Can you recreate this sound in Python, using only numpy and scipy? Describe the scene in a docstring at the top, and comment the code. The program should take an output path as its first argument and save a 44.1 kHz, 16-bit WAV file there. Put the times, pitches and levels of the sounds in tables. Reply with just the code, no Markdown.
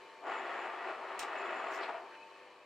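"""Metal shaper, one stroke

The drive hums, whines and whirs: sines plus coloured noise that throbs at the hum rate.
As the ram travels out and back, dense random slips ring the iron frame in a coarse scrape;
narrow noise bands add a low rumble, a thin steel sizzle and a rubbing steel tone.
One sharp click falls in mid stroke: noise cracks, clatter, decaying modes, an echo and a tail.
Decaying bursts (knocks) and swelling noise bands (scuffs) come as the ram slows."""
import sys
import numpy as np
from scipy import signal
from scipy.fft import rfft, irfft
from scipy.io import wavfile

SR = 44100
rng = np.random.default_rng(int(sys.argv[2]) if len(sys.argv) > 2 else 0)


def unload_audio(sound):
    """Save the sound as a 16-bit wav file, at the path given as the first command line argument."""
    columns = np.transpose(np.atleast_2d(sound))
    # keep every value between -1 and 1, then stretch to whole-number steps
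    steps = np.round(np.clip(columns, -1, 1) * 32767)
    wavfile.write(sys.argv[1], SR, steps.astype(np.int16))


N = 116865
T = np.arange(N) / SR
HZ = np.fft.rfftfreq(N, 1 / SR)

# Stereo likeness: (frequency [Hz], left-right correlation [-1..1])
STEREO_LIKENESS = [(30, .4), (120, 0.34), (300, 0.98), (1000, .95), (2000, 0.93), (4000, 0.64),
                   (8000, 0.41), (15000, 0.31)]
# Stereo balance: (frequency [Hz], left minus right [dB])
STEREO_BALANCE = [(30, 2), (60, 0), (99, 5), (160, -0.5), (270, 2.5), (450, 3), (740, 3.5), (1220, 2.0),
                  (2010, 2.0), (3330, -0.5), (5500, 1.5), (8300, 4), (11000, -0.5), (15000, -1)]

# Drive whir: (time [s], level [dB])
WHIR_LEVEL = [(0, -52.5), (.2, -54), (1, -52), (2.05, -53.5), (2.13, -52.5), (2.2, -54), (2.38, -54),
              (2.5, -55.5), (2.65, -57.5)]
# Whir spectrum: (frequency [Hz], density [dB per Hz, relative])
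WHIR_SPECTRUM = [(25, -42), (60, -38), (130, -30.5), (180, -20), (240, -26), (310, -12.5), (390, -8.5),
                 (500, -7.5), (750, -11), (1100, -6), (1450, -13.5), (2400, -13), (3350, -21.5),
                 (4300, -26.5), (4900, -29), (7200, -33), (9000, -37.5), (10300, -44), (12500, -41.5),
                 (13800, -58), (15500, -64)]
# Gear housing ringing: (frequency [Hz], width [Hz], level [dB, relative])
HOUSING_MODES = [(378, 30, -0.5), (1146, 46, -1.5), (1778, 67, -3), (2138, 53, -6.5), (2370, 37, -3.5),
                 (2960, 34, -5), (3773, 40, -14.5), (4060, 40, -11), (4290, 56, -12), (7170, 100, -26),
                 (8350, 100, -19)]
# Hum and gear whine: (multiple of HUM_HZ, level [dB])
HUM_ORDERS = [(1, -91.5), (3, -82), (4, -80), (5, -67.5), (6, -69), (7, -72), (8, -77), (10, -73.5),
              (11, -72.5), (16, -78)]
# Whine of the meshing gears: (time [s], level [dB])
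MESH_LEVEL = [(0, -63), (.2, -62), (1, -76), (2.05, -60), (2.25, -59), (2.4, -60.5), (2.5, -66),
              (2.65, -77)]
HUM_HZ, MESH_HZ = 99.9, 899

# Scrape of the stroke: (time [s], body and ring level [dB], treble level [dB])
SCRAPE_LEVEL = [(.22, -44.5, -78), (.25, -43.5, -55.5), (.286, -37, -46), (.33, -40, -44.5),
                (.39, -41.5, -46), (.45, -42, -48), (.52, -41, -46), (.65, -41.5, -48), (.75, -43.5, -51.5),
                (.82, -43.5, -50.5), (.89, -40.5, -47), (.94, -43, -51), (.995, -46, -55.5),
                (1.07, -44.5, -51.5), (1.18, -42.5, -50), (1.33, -41, -47.5), (1.49, -40.5, -46),
                (1.6, -41, -46.5), (1.76, -41, -47), (1.79, -39, -43.5), (1.84, -42.5, -48),
                (1.88, -44, -48), (1.905, -37, -48), (1.917, -44.5, -52), (1.96, -46, -52),
                (2.03, -47, -65), (2.1, -45.5, -54)]
# Scrape spectrum: (frequency [Hz], density [dB per Hz, relative])
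SCRAPE_SPECTRUM = [(35, -77), (60, -68), (123, -51), (160, -27.5), (205, -25.5), (257, -13.5), (309, -11.5),
                   (381, -4), (564, -3), (663, -1), (780, 0), (1270, 0), (1360, -3.5), (1880, -7),
                   (2530, -10.5), (5950, -43), (7160, -37), (7860, -41), (15000, -68)]
# Low ringing of frame and vise: (frequency [Hz], width [Hz], level [dB, relative])
FRAME_MODES = [(350.8, 7.7, -0.5), (387.8, 17, 1.5), (648, 6.6, 4), (690.4, 5.7, 7), (756.2, 10.6, 3.5),
               (807, 7.9, 1.5), (892, 4.3, 4), (942, 18, 0), (1096, 11, -2), (1184.6, 8.5, 3.5),
               (1290.5, 4.2, 2)]
# High ringing of tool post and slide: (frequency [Hz], width [Hz], level [dB, relative])
SLIDE_MODES = [(1417, 17, 4.5), (1647, 6.7, -4.5), (1728, 13, -4), (1785, 15, -5.5), (1834, 17, -1.5),
               (1935, 26, 0), (2207, 7.6, -6), (2602, 21, -4.5), (2869, 23, -8), (3356, 9.4, -16.5),
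               (4050, 23, -41), (4480, 11, -24.5), (5170, 90, -18)]
SLIPS_PER_S, SLIP_SPREAD_DB, SPLIT_HZ = 3800, 1.44, 1310
BODY_DB, RING_DB, TREBLE_DB = -4.5, -6.5, -1.5  # relative to SCRAPE_LEVEL
SLIDE_DB = -4  # relative to the plain treble

# Sizzle of sliding steel: (time [s], level [dB])
SIZZLE_LEVEL = [(.22, -88), (.275, -74), (.36, -73), (.39, -66), (.42, -73), (.46, -84), (.57, -71),
                (.62, -73), (.72, -92), (1.33, -95), (1.39, -71), (1.47, -75), (1.6, -69.5), (1.67, -76),
                (1.7, -71), (1.718, -60), (1.738, -72), (1.762, -64), (1.79, -72), (1.83, -94)]
SIZZLE_HZ, SIZZLE_WIDTH_HZ = 7150, 350
# Low rumble of the travelling ram: (time [s], level [dB])
RUMBLE_LEVEL = [(.25, -85), (.33, -69.5), (.53, -70.5), (.65, -80), (1.25, -76), (1.45, -72), (1.58, -63),
                (1.72, -75), (1.9, -85)]
RUMBLE_HZ, RUMBLE_WIDTH_HZ = 251.4, 55

# Click spectrum: (frequency [Hz], density [dB per Hz, relative])
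CLICK_SPECTRUM = [(30, -4), (80, -21), (200, -13), (800, -11), (2000, 0), (2800, 6.5), (4300, -1.5),
                  (5500, -3.5), (6300, -3.5), (7100, 1), (7800, -1), (8600, 0), (9400, -8), (10300, -18),
                  (11500, -13), (14500, -16), (16000, -20)]
# Decay of the click's tail: (frequency [Hz], T60 [s])
CLICK_T60_S = [(500, 0.17), (3000, 0.19), (6000, 0.22), (9000, .16), (15000, 0.17)]
# Modes of the clicking steel part: (frequency [Hz], level [dB, relative], T60 [s])
PAWL_MODES = [(2670, 0, .2), (3380, -5, .2), (3880, 6, .2), (5330, 8, 0.21), (5938, 4, 0.19),
              (6966, 4, .14), (7472, -10, .15), (8500, -7, .12)]
# Strike and rebounds of that part: (time [s], level [dB re CLICK_DB])
CLICK_STRIKES = [(1.192, 13), (1.1946, 8), (1.1982, 5)]
CLICK_S, CLICK_DB = 1.1926, -41.5

# Ringing of the sliding ram: (time [s], level [dB])
SING_LEVEL = [(1.2, -74), (1.4, -56), (1.7, -63), (2.0, -80), (2.11, -69), (2.19, -65), (2.235, -57),
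              (2.28, -70), (2.38, -63), (2.5, -71), (2.65, -76)]
SING_HZ, SING_WIDTH_HZ = 2571, 48
# Light scuffs: (start [s], length [s], level [dB], centre [Hz], width [Hz])
SCUFF_EVENTS = [(1.7, 0.13, -72, 8100, 2000), (1.71, 0.098, -75.5, 12600, 2600),
                (1.711, 0.09, -61.5, 5500, 2600), (1.805, 0.085, -57, 4200, 1500),
                (1.824, 0.049, -48.5, 2500, 700), (1.92, 0.067, -45, 684, 70),
                (2.14, 0.023, -60.5, 2800, 700), (2.1, 0.083, -56, 1650, 648.1)]
# Knocks of slack taken up: (time [s], dull thud [dB], bright clink [dB])
KNOCK_EVENTS = [(1.805, -42, -68), (1.822, -43, -54), (1.831, -60, -51), (1.891, -43, -62)]
# Clink spectrum: (frequency [Hz], density [dB per Hz, relative])
CLINK_SPECTRUM = [(500, -25), (1800, -4), (2700, 4), (3400, 1), (4400, 1), (5100, -6), (6000, -17),
                  (7200, -19), (8100, -12), (9500, -30), (15000, -48)]
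EDGE_HZ = 16000


def amp(db):
    """Decibels to gain."""
    return 10 ** (np.asarray(db) / 20)


def unit(x):
    """Scales to rms 1."""
    return x / np.sqrt(np.mean(x ** 2) + 1e-20)


def read(points, hz):
    """Interpolates a frequency table on a log axis."""
    f, value = np.transpose(points)
    return np.interp(np.log(hz + 1), np.log(f + 1), value)


def level(points, column=1):
    """Interpolates a dB curve over time and returns gain."""
    rows = np.array(points)
    return amp(np.interp(T, rows[:, 0], rows[:, column]))


def shape(x, gain):
    """Filters by a gain per frequency."""
    return irfft(rfft(x) * gain, N)


def drift(hz):
    """Random fluctuation low-passed at hz, zero mean, rms 1."""
    return unit(shape(rng.standard_normal(N), (HZ > 0) / (1 + (HZ / hz) ** 4)))


def ports(x):
    """Mixes two unrelated signals to the stereo correlation and balance per frequency."""
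    same = np.clip(read(STEREO_LIKENESS, HZ), -1, 1)
    mid = shape(x[0], np.sqrt((1 + same) / 2))
    side = shape(x[1], np.sqrt((1 - same) / 2))
    balance_db = np.outer([.5, -.5], read(STEREO_BALANCE, HZ))
    return shape(np.array([mid + side, mid - side]), amp(balance_db))


def noise():
    """Stereo noise from two white sources."""
    return ports(rng.standard_normal((2, N)))


def grit(per_s, spread_db):
    """Stereo stream of random-sign impulses of uneven size: tiny slips, rms 1."""
    size = amp(spread_db * np.minimum(rng.exponential(1, (2, N)), 4))
    sign = rng.choice([-1, 1], (2, N))
    present = rng.random((2, N)) < per_s / SR
    return unit(ports(size * sign * present))


def resonances(modes):
    """Summed response of damped modes, each scaled by its width to set its total level."""
    return sum(
        amp(db) / np.sqrt(width) / (1 + 1j * (HZ ** 2 - f ** 2) / (width * HZ + 1e-6))
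        for f, width, db in modes)


def band(hz, width_hz):
    """Noise in one steep-sided resonance, gain 1/8 at width_hz off centre, rms 1."""
    return unit(shape(noise(), 1 / (1 + ((HZ - hz) / width_hz) ** 2) ** 3))


def burst(start_s, decay_s):
    """Envelope of a blow: 0.34 ms rise and exponential fall."""
    return np.clip((T - start_s) / 0.00034, 0, 1) * np.exp(-np.maximum(T - start_s, 0) / decay_s)


def drive(housing_db=-8, whir_db=-4.5, throb=0.13, waver=0.00054, flutter_db=1.6):
    """Motor hum and gear whine as wavering sines; whir as noise throbbing at the hum rate."""
    phase_per_hz = 2 * np.pi * np.cumsum(1 + waver * drift(3.8)) / SR
    whir_spectrum_db = read(WHIR_SPECTRUM, HZ)
    air = amp(whir_db) * unit(shape(noise(), amp(whir_spectrum_db)))
    ceiling = np.minimum(amp(whir_spectrum_db + 28.5), 1)  # trims ringing where the whir is weak
    housing = amp(housing_db) * unit(shape(noise(), resonances(HOUSING_MODES) * ceiling))
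    whir = (air + housing) * level(WHIR_LEVEL) * (1 + throb * np.cos(HUM_HZ * phase_per_hz))

    hum = 0
    for multiple, db in HUM_ORDERS:
        gain = amp(db + flutter_db * drift(8.5))
        hum = hum + gain * np.sin(multiple * HUM_HZ * phase_per_hz + 2 * np.pi * rng.random())
    whine = level(MESH_LEVEL) * amp(flutter_db * drift(6.6)) * np.sin(MESH_HZ * phase_per_hz)
    # sqrt(2): sine levels are rms; tones lean left
    return whir + np.sqrt(2) * (hum + whine) * amp([[1.2], [-1.2]])


def scrape(rattle_db=0.73):
    """Tiny uneven slips shake the machine and ring frame and slide while the ram moves."""
    slips = grit(SLIPS_PER_S, SLIP_SPREAD_DB) * amp(rattle_db * drift(160))
    colour = amp(read(SCRAPE_SPECTRUM, HZ))
    low = 1 / (1 + (HZ / SPLIT_HZ) ** 8)
    high = 1 - low
    body = amp(BODY_DB) * unit(shape(slips, colour * low))
    # ringing is trimmed where the scrape spectrum falls below a threshold
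    frame_gain = resonances(FRAME_MODES) * np.minimum(colour / amp(-4.5), 1)
    ring = amp(RING_DB) * unit(shape(slips, frame_gain))
    slide_gain = resonances(SLIDE_MODES) * high * np.minimum(colour / amp(-33.5), 1)
    slide = amp(SLIDE_DB) * unit(shape(slips, slide_gain))
    treble = amp(TREBLE_DB) * (unit(shape(slips, colour * high)) + slide)
    moving = np.interp(T, [.21, .24, 1.99, 2.12], [0, 1, 1, 0])
    return moving * ((body + ring) * level(SCRAPE_LEVEL) + treble * level(SCRAPE_LEVEL, column=2))


def sizzle(flutter_db=3):
    """A high steel resonance, as narrow noise, catches in fits."""
    return band(SIZZLE_HZ, SIZZLE_WIDTH_HZ) * level(SIZZLE_LEVEL) * unit(amp(flutter_db * drift(46)))


def rumble():
    """The heavy ram rumbles on its ways: a low noise band."""
    return band(RUMBLE_HZ, RUMBLE_WIDTH_HZ) * level(RUMBLE_LEVEL)


def click(crack_s=0.00042, clatter_db=-4, clatter_s=0.015, ring_db=-17, rise_s=0.00033,
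          echo_db=-8, echo_s=0.036, echo_length_s=.012, echo_top_hz=7000):
    """Steel snaps and rebounds: cracks, clatter, modes, dull near reflections, room tail."""
    age_s = np.maximum(T - CLICK_S, 0)
    colour = amp(read(CLICK_SPECTRUM, HZ))
    # tail: gritty noise, each frequency bin decaying at its own T60
    hz, t, bins = signal.stft(unit(shape(grit(3000, 1), colour)), SR, nperseg=256)
    decay_db = -60 * np.maximum(t - CLICK_S, 0) / read(CLICK_T60_S, hz)[:, None]
    tail = signal.istft(bins * amp(decay_db), SR, nperseg=256)[1][:, :N]

    blows = sum(amp(db) * burst(s, crack_s) for s, db in CLICK_STRIKES)
    blows = blows + amp(clatter_db) * burst(CLICK_S, clatter_s)
    crack = unit(shape(noise(), colour * np.sqrt(HZ))) * blows

    echo_noise = unit(shape(grit(2000, 1), colour / (1 + (HZ / echo_top_hz) ** 4)))
    echo = echo_noise * amp(echo_db) * np.exp(-((age_s - echo_s) / echo_length_s) ** 2)

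    ring = sum(
        amp(db - 60 * age_s / t60_s) * np.sin(2 * np.pi * (f * age_s + rng.random((2, 1))))
        for f, db, t60_s in PAWL_MODES)
    onset = np.minimum(age_s / rise_s, 1)
    return amp(CLICK_DB) * (crack + onset * (tail + echo + amp(ring_db) * ring))


def sing():
    """A narrow steel resonance of the sliding ram, rubbed into sound: a noise band."""
    return band(SING_HZ, SING_WIDTH_HZ) * level(SING_LEVEL)


def scuffs(ragged_db=3):
    """Short rubs: noise bands that swell and fade with a ragged level."""
    rubs = 0
    for start_s, length_s, db, hz, width_hz in SCUFF_EVENTS:
        progress = np.clip((T - start_s) / length_s, 0, 1)
        swell = np.sin(np.pi * progress ** 0.65)  # peaks before halfway
        rubs = rubs + amp(db) * band(hz, width_hz) * swell
    return rubs * unit(amp(ragged_db * drift(240)))


def knocks(thud_s=0.013, clink_s=0.017, thud_top_hz=1300, rise_s=0.0036):
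    """Loose parts crunch as the ram brakes: a soft thud in the frame, a gritty steel clink."""
    thud_colour = amp(read(SCRAPE_SPECTRUM, HZ)) / (1 + (HZ / thud_top_hz) ** 4)
    clink_colour = amp(read(CLINK_SPECTRUM, HZ))
    thud, clink = 0, 0
    for start_s, thud_db, clink_db in KNOCK_EVENTS:
        onset = np.clip((T - start_s) / rise_s, 0, 1)
        thud = thud + amp(thud_db) * burst(start_s, thud_s) * onset
        clink = clink + amp(clink_db) * burst(start_s, clink_s) * onset
    thud_sound = shape(noise() * thud, unit(thud_colour))
    return thud_sound + shape(grit(6000, 1) * clink, unit(clink_colour))


def scene():
    """Sums all sources of the machine."""
    return drive() + scrape() + sizzle() + rumble() + click() + sing() + scuffs() + knocks()


def record(dry):
    """The recorder's band limit: linear-phase low-pass at EDGE_HZ."""
    lowpass = signal.firwin(401, EDGE_HZ, window=("kaiser", 8), fs=SR)
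    return signal.oaconvolve(dry, lowpass[None], "same")


dry = scene()
out = record(dry)
unload_audio(out)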